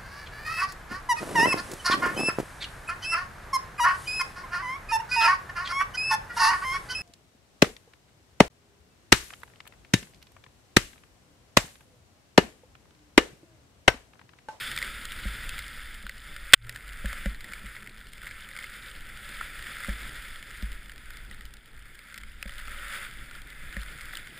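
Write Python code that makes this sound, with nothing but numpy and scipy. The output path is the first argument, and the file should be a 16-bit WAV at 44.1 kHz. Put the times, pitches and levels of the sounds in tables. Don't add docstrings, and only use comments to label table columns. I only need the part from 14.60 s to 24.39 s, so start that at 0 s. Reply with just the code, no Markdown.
import sys
import numpy as np
from scipy import signal
from scipy.fft import rfft, irfft, next_fast_len
from scipy.io import wavfile
from scipy.ndimage import map_coordinates

SR = 44100
rng = np.random.default_rng(int(sys.argv[2]) if len(sys.argv) > 2 else 0)


def makeup_ratio(level_db):
    decades = np.asarray(level_db, float) / 20
    return 10 ** decades


def waveform_to_disk(signal):
    frames = np.transpose(np.atleast_2d(signal))
    scaled = np.clip(frames, -1, 1) * 32767
    samples = np.round(scaled).astype(np.int16)
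    wavfile.write(sys.argv[1], SR, samples)


N = 431738

# time in seconds, low shake in relative dB, dull roar in relative dB.
WIND = [(0.0, -54, -52), (0.49, -49.5, -55), (0.71, -48.5, -52), (1.45, -51.5, -60), (2.62, -49.5, -58),
        (3.0, -54, -57), (3.19, -60.5, -58.5), (3.46, -59.5, -62), (3.63, -52, -60.5), (3.98, -55, -58.5),
        (4.39, -53, -57), (5.07, -54, -57), (5.42, -49, -51), (5.64, -50.5, -57), (5.83, -56.5, -58),
        (6.13, -47, -59), (6.41, -54, -61), (6.65, -49, -58), (7.39, -58.5, -62.5), (7.93, -50.5, -62.5),
        (8.31, -49, -57.5), (8.92, -55, -57), (9.3, -48.5, -57.5), (9.79, -59.5, -55.5)]
# frequency in Hz, relative gain in dB.
SHAKE_SPECTRUM = [(6, -30.5), (12, 2), (22, -3), (31, -8.5), (48, -4), (60, -12), (80, -22.5), (110, -33.5),
                  (220, -120)]
# frequency in Hz, relative gain in dB.
ROAR_SPECTRUM = [(53, -31.5), (90, -4), (118, -1), (150, -0.5), (206, -11), (557, -11), (747, -13),
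                 (1000, -20), (1300, -42.5), (2200, -120)]
# frequency in Hz, width in Hz, relative level when bumped in dB.
MOUNT_MODES = [(49.6, 10.7, 20), (116.3, 7.3, -14), (197.4, 24, 7), (552, 45, 18.5)]
# start in seconds, knock in relative dB,
# sway relative to the knock in dB, shell ring relative to the knock in dB.
BUMPS = [(0.654, -35, 0, -15), (1.44, -47, -4, -17), (2.445, -34, -2, -11), (2.659, -29, -5.5, -9.5),
         (3.042, -45, -4, -24), (5.285, -31.5, -4.5, -12), (6.026, -37, 1.5, -22),
         (7.856, -41.5, -4.5, -11), (9.033, -55, -8.5, -7), (9.167, -37.5, -2, -14)]

# frequency in Hz, relative gain in dB.
TWIG_SPECTRUM = [(100, -27.5), (180, -24.5), (330, -11.5), (650, -27), (1000, -10), (1300, -6), (2000, -1),
                 (2500, -3), (3500, 0.5), (5800, -29), (8500, -10), (11200, -24.5), (12200, -39.5),
                 (14600, -13), (16000, -30)]
SLAP_S, RATTLE_S, SLIDE_S = 1.9345, 0.0072, 0.003
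RATTLE_DB, SLIDE_DB, FADE_DB_PER_S = 2, -6, 6000
HUM_DB, HUM_WAIT_S, HUM_RISE_S, HUM_FADE_S = -43, 0.018, 0.018, 0.17

# start in seconds, relative level in dB,
# pitch in Hz, brightness relative to the level in dB.
TICKS = [(0.1151, -22, 3110, -14), (0.1635, -21, 1910, -13), (0.176, -12, 3500, -17),
         (0.1874, -18.5, 2050, -15), (0.2174, -16.5, 1920, -22), (0.2264, -12, 2100, -21),
         (0.4534, -25, 1380, -7.5), (0.5197, -26, 2070, -9), (0.6534, -28, 1800, -28),
         (0.8924, -22, 2610, -10.5), (0.9807, -28, 2190, -11), (0.9901, -20.5, 2110, -12),
         (1.4661, -21.5, 1490, -20), (1.4945, -19, 1960, -20.5), (1.7639, -22.5, 2050, -17.5),
         (2.0941, -19.5, 1900, -14), (2.16, -23, 1750, -15.5), (2.4578, -18, 1700, -19.5),
         (2.5296, -14.5, 2100, -23), (2.6589, -17, 1800, -22), (2.7462, -30, 1900, -18),
         (2.807, -27, 2100, -17.5), (2.8434, -25.5, 1900, -15), (2.9223, -28, 1480, -16),
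         (2.9347, -19, 2220, -20), (3.0599, -24.5, 2070, -19.5), (3.1652, -26, 1970, -25.5),
         (3.2735, -23, 2140, -22.5), (3.404, -40, 2010, -14.5), (3.4695, -37.5, 1430, -11.5),
         (3.5336, -28.5, 2090, -17), (3.5803, -34, 2260, -14), (3.6686, -22, 2080, -25),
         (3.711, -23.5, 1690, -24), (3.9644, -22.5, 2210, -21), (3.9888, -20.5, 2100, -20.5),
         (4.0417, -21.5, 2050, -23), (4.6907, -25, 1860, -16), (4.811, -14, 1370, -28),
         (5.0679, -23, 1800, -23), (5.2924, -23.5, 1750, -16), (5.7585, -27, 1850, -17),
         (5.8267, -25, 2150, -19), (6.0247, -22.5, 1830, -19.5), (6.1186, -32, 1770, -11.5),
         (6.296, -30, 1640, -16), (6.5049, -30, 1490, -14), (6.5708, -32, 2150, -13),
         (6.7121, -24.5, 1920, -23.5), (6.7451, -37.5, 1940, -12), (6.8089, -30, 1930, -19),
         (6.9386, -38.5, 1440, -6.5), (6.9691, -39, 1960, -11.5), (7.3908, -33, 2190, -15),
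         (7.4709, -39, 1990, -17), (7.5428, -24.5, 2090, -16.5), (7.5777, -22.5, 2010, -18),
         (7.6345, -26, 2130, -22), (7.8271, -17.5, 2520, -17.5), (7.894, -22.5, 1870, -22),
         (7.9818, -30, 3540, -15), (7.9987, -27, 1870, -19), (8.7111, -27, 1430, -20),
         (9.1267, -26, 2310, -21), (9.1666, -20, 1830, -23), (9.409, -25, 2140, -20),
         (9.5532, -21.5, 3600, -15), (9.5711, -25, 1980, -10.5), (9.6719, -27, 2170, -18)]
# start in seconds, relative level in dB,
# pitch in Hz, brightness relative to the level in dB.
FIRST_TOUCH = (1.9245, -24, 2200, -15)
SMALL_DB, SMALL_SCATTER_DB = -37, 3.5
SMALL_HZ, SMALL_LOG_PITCH_SCATTER = 1870, 0.14
SMALL_BRIGHT_DB, SMALL_BRIGHT_SCATTER_DB = -12, 1.5
SMALL_DB_PER_SPRAY_DB = 0.49

# time in seconds, spray in relative dB,
# fine powder fizz in relative dB.
SPRAY = [(0.0, -39, -38.5), (0.24, -43, -47), (0.95, -44.5, -48), (1.36, -50, -53.5), (1.47, -53, -58),
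         (1.8, -52.5, -56), (1.91, -48.5, -62.5), (2.1, -55.5, -63.5), (2.53, -44, -53),
         (2.81, -53.5, -59.5), (3.11, -49.5, -57.5), (3.3, -56, -63.5), (3.52, -60, -61),
         (3.68, -50.5, -58.5), (3.84, -49, -57), (4.06, -48, -53.5), (4.39, -50, -57), (4.77, -47, -53.5),
         (5.1, -45, -49.5), (5.4, -45, -51), (5.81, -51.5, -56), (6.11, -51, -57.5), (6.3, -56.5, -61.5),
         (6.68, -54.5, -60.5), (6.9, -61, -64.5), (7.33, -57.5, -65), (7.82, -57.5, -61),
         (7.99, -51.5, -56.5), (8.21, -48, -53.5), (8.34, -44, -49.5), (8.51, -51.5, -55.5),
         (8.83, -53, -64), (9.24, -49.5, -57.5), (9.79, -51.5, -56)]
# frequency in Hz, relative gain in dB.
CASE_LOW = [(290, -58.5), (500, -17.5), (555, -10), (631, -20.5), (884, -21.5), (1130, -14), (1330, 0),
            (1520, 0), (2090, 0.5), (2780, -11), (3000, -13), (3900, -28), (6600, -120)]
# frequency in Hz, relative gain in dB.
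CASE_HIGH = [(1500, -44.5), (2700, -7), (3500, 4), (4000, -9), (5000, -5.5), (6000, -24), (7000, -9),
             (10600, -8.5), (11400, -38), (12700, -11.5), (13300, -9), (14100, -2.5), (15250, -13.5),
             (16500, -28)]
# frequency in Hz, relative gain in dB.
ICE_SPECTRUM = [(1800, -27), (3000, 3.5), (3600, -0.5), (5000, -2.5), (6000, -16.5), (7200, -3.5),
                (9800, -7), (12000, -20.5), (14000, -0.5), (16500, -20.5)]
BOARD_EDGE_DB, DUST_DB = 3, -2.5
TURN_S, TURN_LENGTH_S, TURN_RAMP_S, TURN_DB = 7.98, 0.51, 0.025, 4.5

# frequency in Hz, gain in dB.
PORT_RESPONSE = [(6900, -1), (7250, -1), (7900, -5.5), (8500, 3.5), (9200, -4), (9900, 4.5), (10400, 0)]
# frequency in Hz, gain in dB.
TREBLE_RESPONSE = [(10700, -0.5), (11400, -11), (12700, -7.5), (13300, -7), (15250, -3), (15400, -27),
                   (15800, -29), (16100, -53.5), (16700, -103)]
# frequency in Hz, relative gain in dB.
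APART_SPECTRUM = [(60, -47), (150, -48), (380, -24.5), (950, -22), (2380, -43.5), (5980, -29), (15000, -34)]


def unit(x):
    return x / np.sqrt(np.mean(x ** 2) + 1e-20)


def line(rows):
    s, *columns = np.transpose(rows)
    return [np.interp(np.arange(N) / SR, s, column) for column in columns]


def wobble(knots_per_s):
    knots = rng.standard_normal(int(N * knots_per_s / SR) + 4)
    return map_coordinates(knots, [np.arange(N) * knots_per_s / SR])


def filtered(x, response):
    m = next_fast_len(N + SR // 2)
    return irfft(rfft(x, m) * response(np.fft.rfftfreq(m, 1 / SR)), m)[..., :N]


def gain_curve(hz, points):
    f, db = np.transpose(points)
    return makeup_ratio(np.interp(np.log(hz + 1), np.log(f + 1), db))


def shaped(x, points):
    return filtered(x, lambda hz: gain_curve(hz, points))


def colour(x, points):
    def response(hz):
        cepstrum = irfft(np.log(gain_curve(hz, points) + 1e-6))
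        half = len(cepstrum) // 2
        cepstrum[1:half] *= 2
        cepstrum[half + 1:] = 0
        log_response = rfft(cepstrum)
        return unit(np.abs(np.exp(log_response))) * np.exp(1j * log_response.imag)
    return filtered(x, response)


def ring(x, hz, width_hz):
    def response(f):
        damping = 1j * f * width_hz
        return damping / (hz * hz - f * f + damping)
    return filtered(x, response)


def bursts(strikes, decay_s):
    puff = np.exp(-np.arange(SR // 50) / (decay_s * SR))
    return signal.fftconvolve(strikes, puff)[:N] * rng.standard_normal(N)


def pings(s, db, hz, cycles):
    t = np.arange(SR // 150) / SR
    decay = np.exp(-t * hz[:, None] / cycles)
    attack = 1 - np.exp(-t / 0.00023)
    tones = makeup_ratio(db)[:, None] * np.sin(2 * np.pi * hz[:, None] * t) * decay * attack
    at = (s * SR).astype(int)[:, None] + np.arange(len(t))
    return np.bincount(at.ravel(), tones.ravel(), N + len(t))[:N]


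def wind():
    shake_db, roar_db = line(WIND)
    shake = unit(makeup_ratio(2.1 * wobble(7.5)) * colour(rng.standard_normal(N), SHAKE_SPECTRUM))
    push = makeup_ratio(1.5 * wobble(20)) * rng.standard_normal(N)
    hum = 0
    for (hz, width_hz, _), db in zip(MOUNT_MODES[1:], [-8, -4, -9]):
        hum = hum + makeup_ratio(db + 3.1 * wobble(3.03)) * unit(ring(push, hz, width_hz))
    roar = unit(colour(push, ROAR_SPECTRUM) + makeup_ratio(-3) * hum)
    return makeup_ratio(shake_db + 7.5) * shake + makeup_ratio(roar_db + 1.0) * roar


def bumps():
    s, knock_db, sway_db, shell_db = np.transpose(BUMPS)
    out = 0
    for (hz, width_hz, mode_db), part_db in zip(MOUNT_MODES, [sway_db, sway_db, 0, shell_db]):
        rebound = hz == MOUNT_MODES[0][0]
        rise_s = 0.0029 if rebound else 0.0004
        u = np.arange(SR // 20) / (rise_s * SR)
        pulse = u * np.exp(-u)
        size = makeup_ratio(knock_db + part_db + mode_db) * SR / (2 * np.pi * width_hz)
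        push = np.zeros(N)
        push[((s + 0.004 * rebound) * SR).astype(int)] = size if rebound else -size
        out = out + ring(signal.fftconvolve(push, pulse / np.sum(pulse))[:N], hz, width_hz)
    return out


def slap():
    t = np.arange(N) / SR - SLAP_S
    fade_db = FADE_DB_PER_S * np.maximum(t - RATTLE_S - SLIDE_S, 0)
    level_db = np.where(t < RATTLE_S, RATTLE_DB, SLIDE_DB) - fade_db
    rattle = (t > 0) * makeup_ratio(level_db) * colour(rng.standard_normal(N), TWIG_SPECTRUM)
    u = np.maximum(t - HUM_WAIT_S, 0)
    swell = (1 - np.exp(-(u / HUM_RISE_S) ** 2)) * np.exp(-(u / HUM_FADE_S) ** 3)
    tone = np.sqrt(2) * np.sin(2 * np.pi * MOUNT_MODES[1][0] * t)
    return rattle + makeup_ratio(HUM_DB) * swell * tone


def small_ticks(count):
    u, g = rng.random((count, 2)), rng.standard_normal((count, 2))
    s = u[:, 0] * (N - 1) / SR
    at, spray_db, _ = np.transpose(SPRAY)
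    follow_db = SMALL_DB_PER_SPRAY_DB * (np.interp(s, at, spray_db) - spray_db.mean())
    db = SMALL_DB + SMALL_SCATTER_DB * (2 * u[:, 1] - 1) + follow_db
    hz = SMALL_HZ * np.exp(SMALL_LOG_PITCH_SCATTER * g[:, 0])
    bright_db = SMALL_BRIGHT_DB + SMALL_BRIGHT_SCATTER_DB * np.tanh(g[:, 1])
    return np.c_[s, db, hz, bright_db]


def ticks():
    s, db, hz, bright_db = np.r_[TICKS, [FIRST_TOUCH], small_ticks(count=150)].T
    at = (s * SR).astype(int)
    dull, bright = np.zeros((2, N))
    dull[at] = makeup_ratio(db - 10.0)
    bright[at] = makeup_ratio(db + bright_db + 7.0)
    knock = pings(s, db - 6.5, hz, cycles=6.0)
    puff = colour(bursts(dull, decay_s=0.0017), CASE_LOW)
    edge = colour(bursts(bright, decay_s=0.0017), ICE_SPECTRUM)
    return knock + puff + edge


def patter(rate_hz, spread_db, decay_s):
    hits = rng.random(N) < rate_hz / SR
    size_db = spread_db * np.minimum(rng.exponential(size=N), 4)
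    return unit(bursts(hits * makeup_ratio(size_db), decay_s))


def crystals(count, centre_hz, spread_db):
    u, g = rng.random((count, 2)), rng.standard_normal(count)
    hz = np.clip(centre_hz * np.exp(0.5 * g), 2000, 15000)
    size_db = spread_db * np.minimum(-np.log(1 - u[:, 1]), 2.4)
    return unit(pings(u[:, 0] * (N - 1) / SR, size_db, hz, cycles=1.3))


def spray():
    hiss_db, fine_db = line(SPRAY)
    turn_end_s = TURN_S + TURN_LENGTH_S
    turn_rows = [(TURN_S - TURN_RAMP_S, 0), (TURN_S, 1), (turn_end_s, 1), (turn_end_s + TURN_RAMP_S, 0)]
    turn_db = TURN_DB * line(turn_rows)[0]
    swell = makeup_ratio(1.25 * wobble(25) + 0.69 * wobble(90) + 1.2 * wobble(6))
    grit = makeup_ratio(-0.5 * (fine_db - np.mean(fine_db)))
    flakes = grit * makeup_ratio(4.27 * wobble(10)) * patter(rate_hz=350, spread_db=3.0, decay_s=0.0011)
    ice = grit * makeup_ratio(2.9 * wobble(7)) * crystals(count=3000, centre_hz=5340, spread_db=10.5)
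    low = colour(swell * rng.standard_normal(N) + makeup_ratio(-6.5) * flakes, CASE_LOW)
    high = colour(swell * rng.standard_normal(N) + makeup_ratio(-7) * flakes, CASE_HIGH)
    high = high + makeup_ratio(-13.5) * colour(ice, ICE_SPECTRUM)
    carve = shaped(low, [(1500, 1), (1900, -27)])
    fizz = shaped(high, [(5800, -3.5), (6300, -15.5)])
    board_edge = makeup_ratio(hiss_db + BOARD_EDGE_DB + turn_db) * carve
    body = makeup_ratio(hiss_db + 3.0 + 0.53 * turn_db) * (low - carve)
    powder = makeup_ratio(fine_db + 3.5) * fizz
    dust = makeup_ratio(hiss_db + DUST_DB + 0.7 * turn_db) * (high - fizz)
    return board_edge + body + powder + dust


def scene():
    through_port = shaped(spray() + ticks(), PORT_RESPONSE)
    return np.tile(through_port + slap() + bumps() + wind(), (2, 1))


def low_pass(x):
    return signal.sosfilt(signal.butter(12, 16630, fs=SR, output="sos"), x)


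def record(dry):
    clipped = dry / (1 + np.abs(dry / 0.97) ** 6) ** (1 / 6)
    t = np.arange(SR // 2) / SR
    memory = (1 - np.exp(-(t / 0.014) ** 5)) * np.exp(-(t / 0.06) ** 2)
    excess = np.maximum(np.abs(clipped) - 0.4, 0)
    overload = signal.fftconvolve(excess, memory[None], axes=1)[:, :N]
    ducked = shaped(clipped / (1 + 0.09 * np.abs(overload)), TREBLE_RESPONSE)
    apart = makeup_ratio(-4.5) * shaped(ducked[0] * wobble(30), APART_SPECTRUM)
    return low_pass(ducked + [apart, -apart])


dry = scene()
out = record(dry)
waveform_to_disk(out)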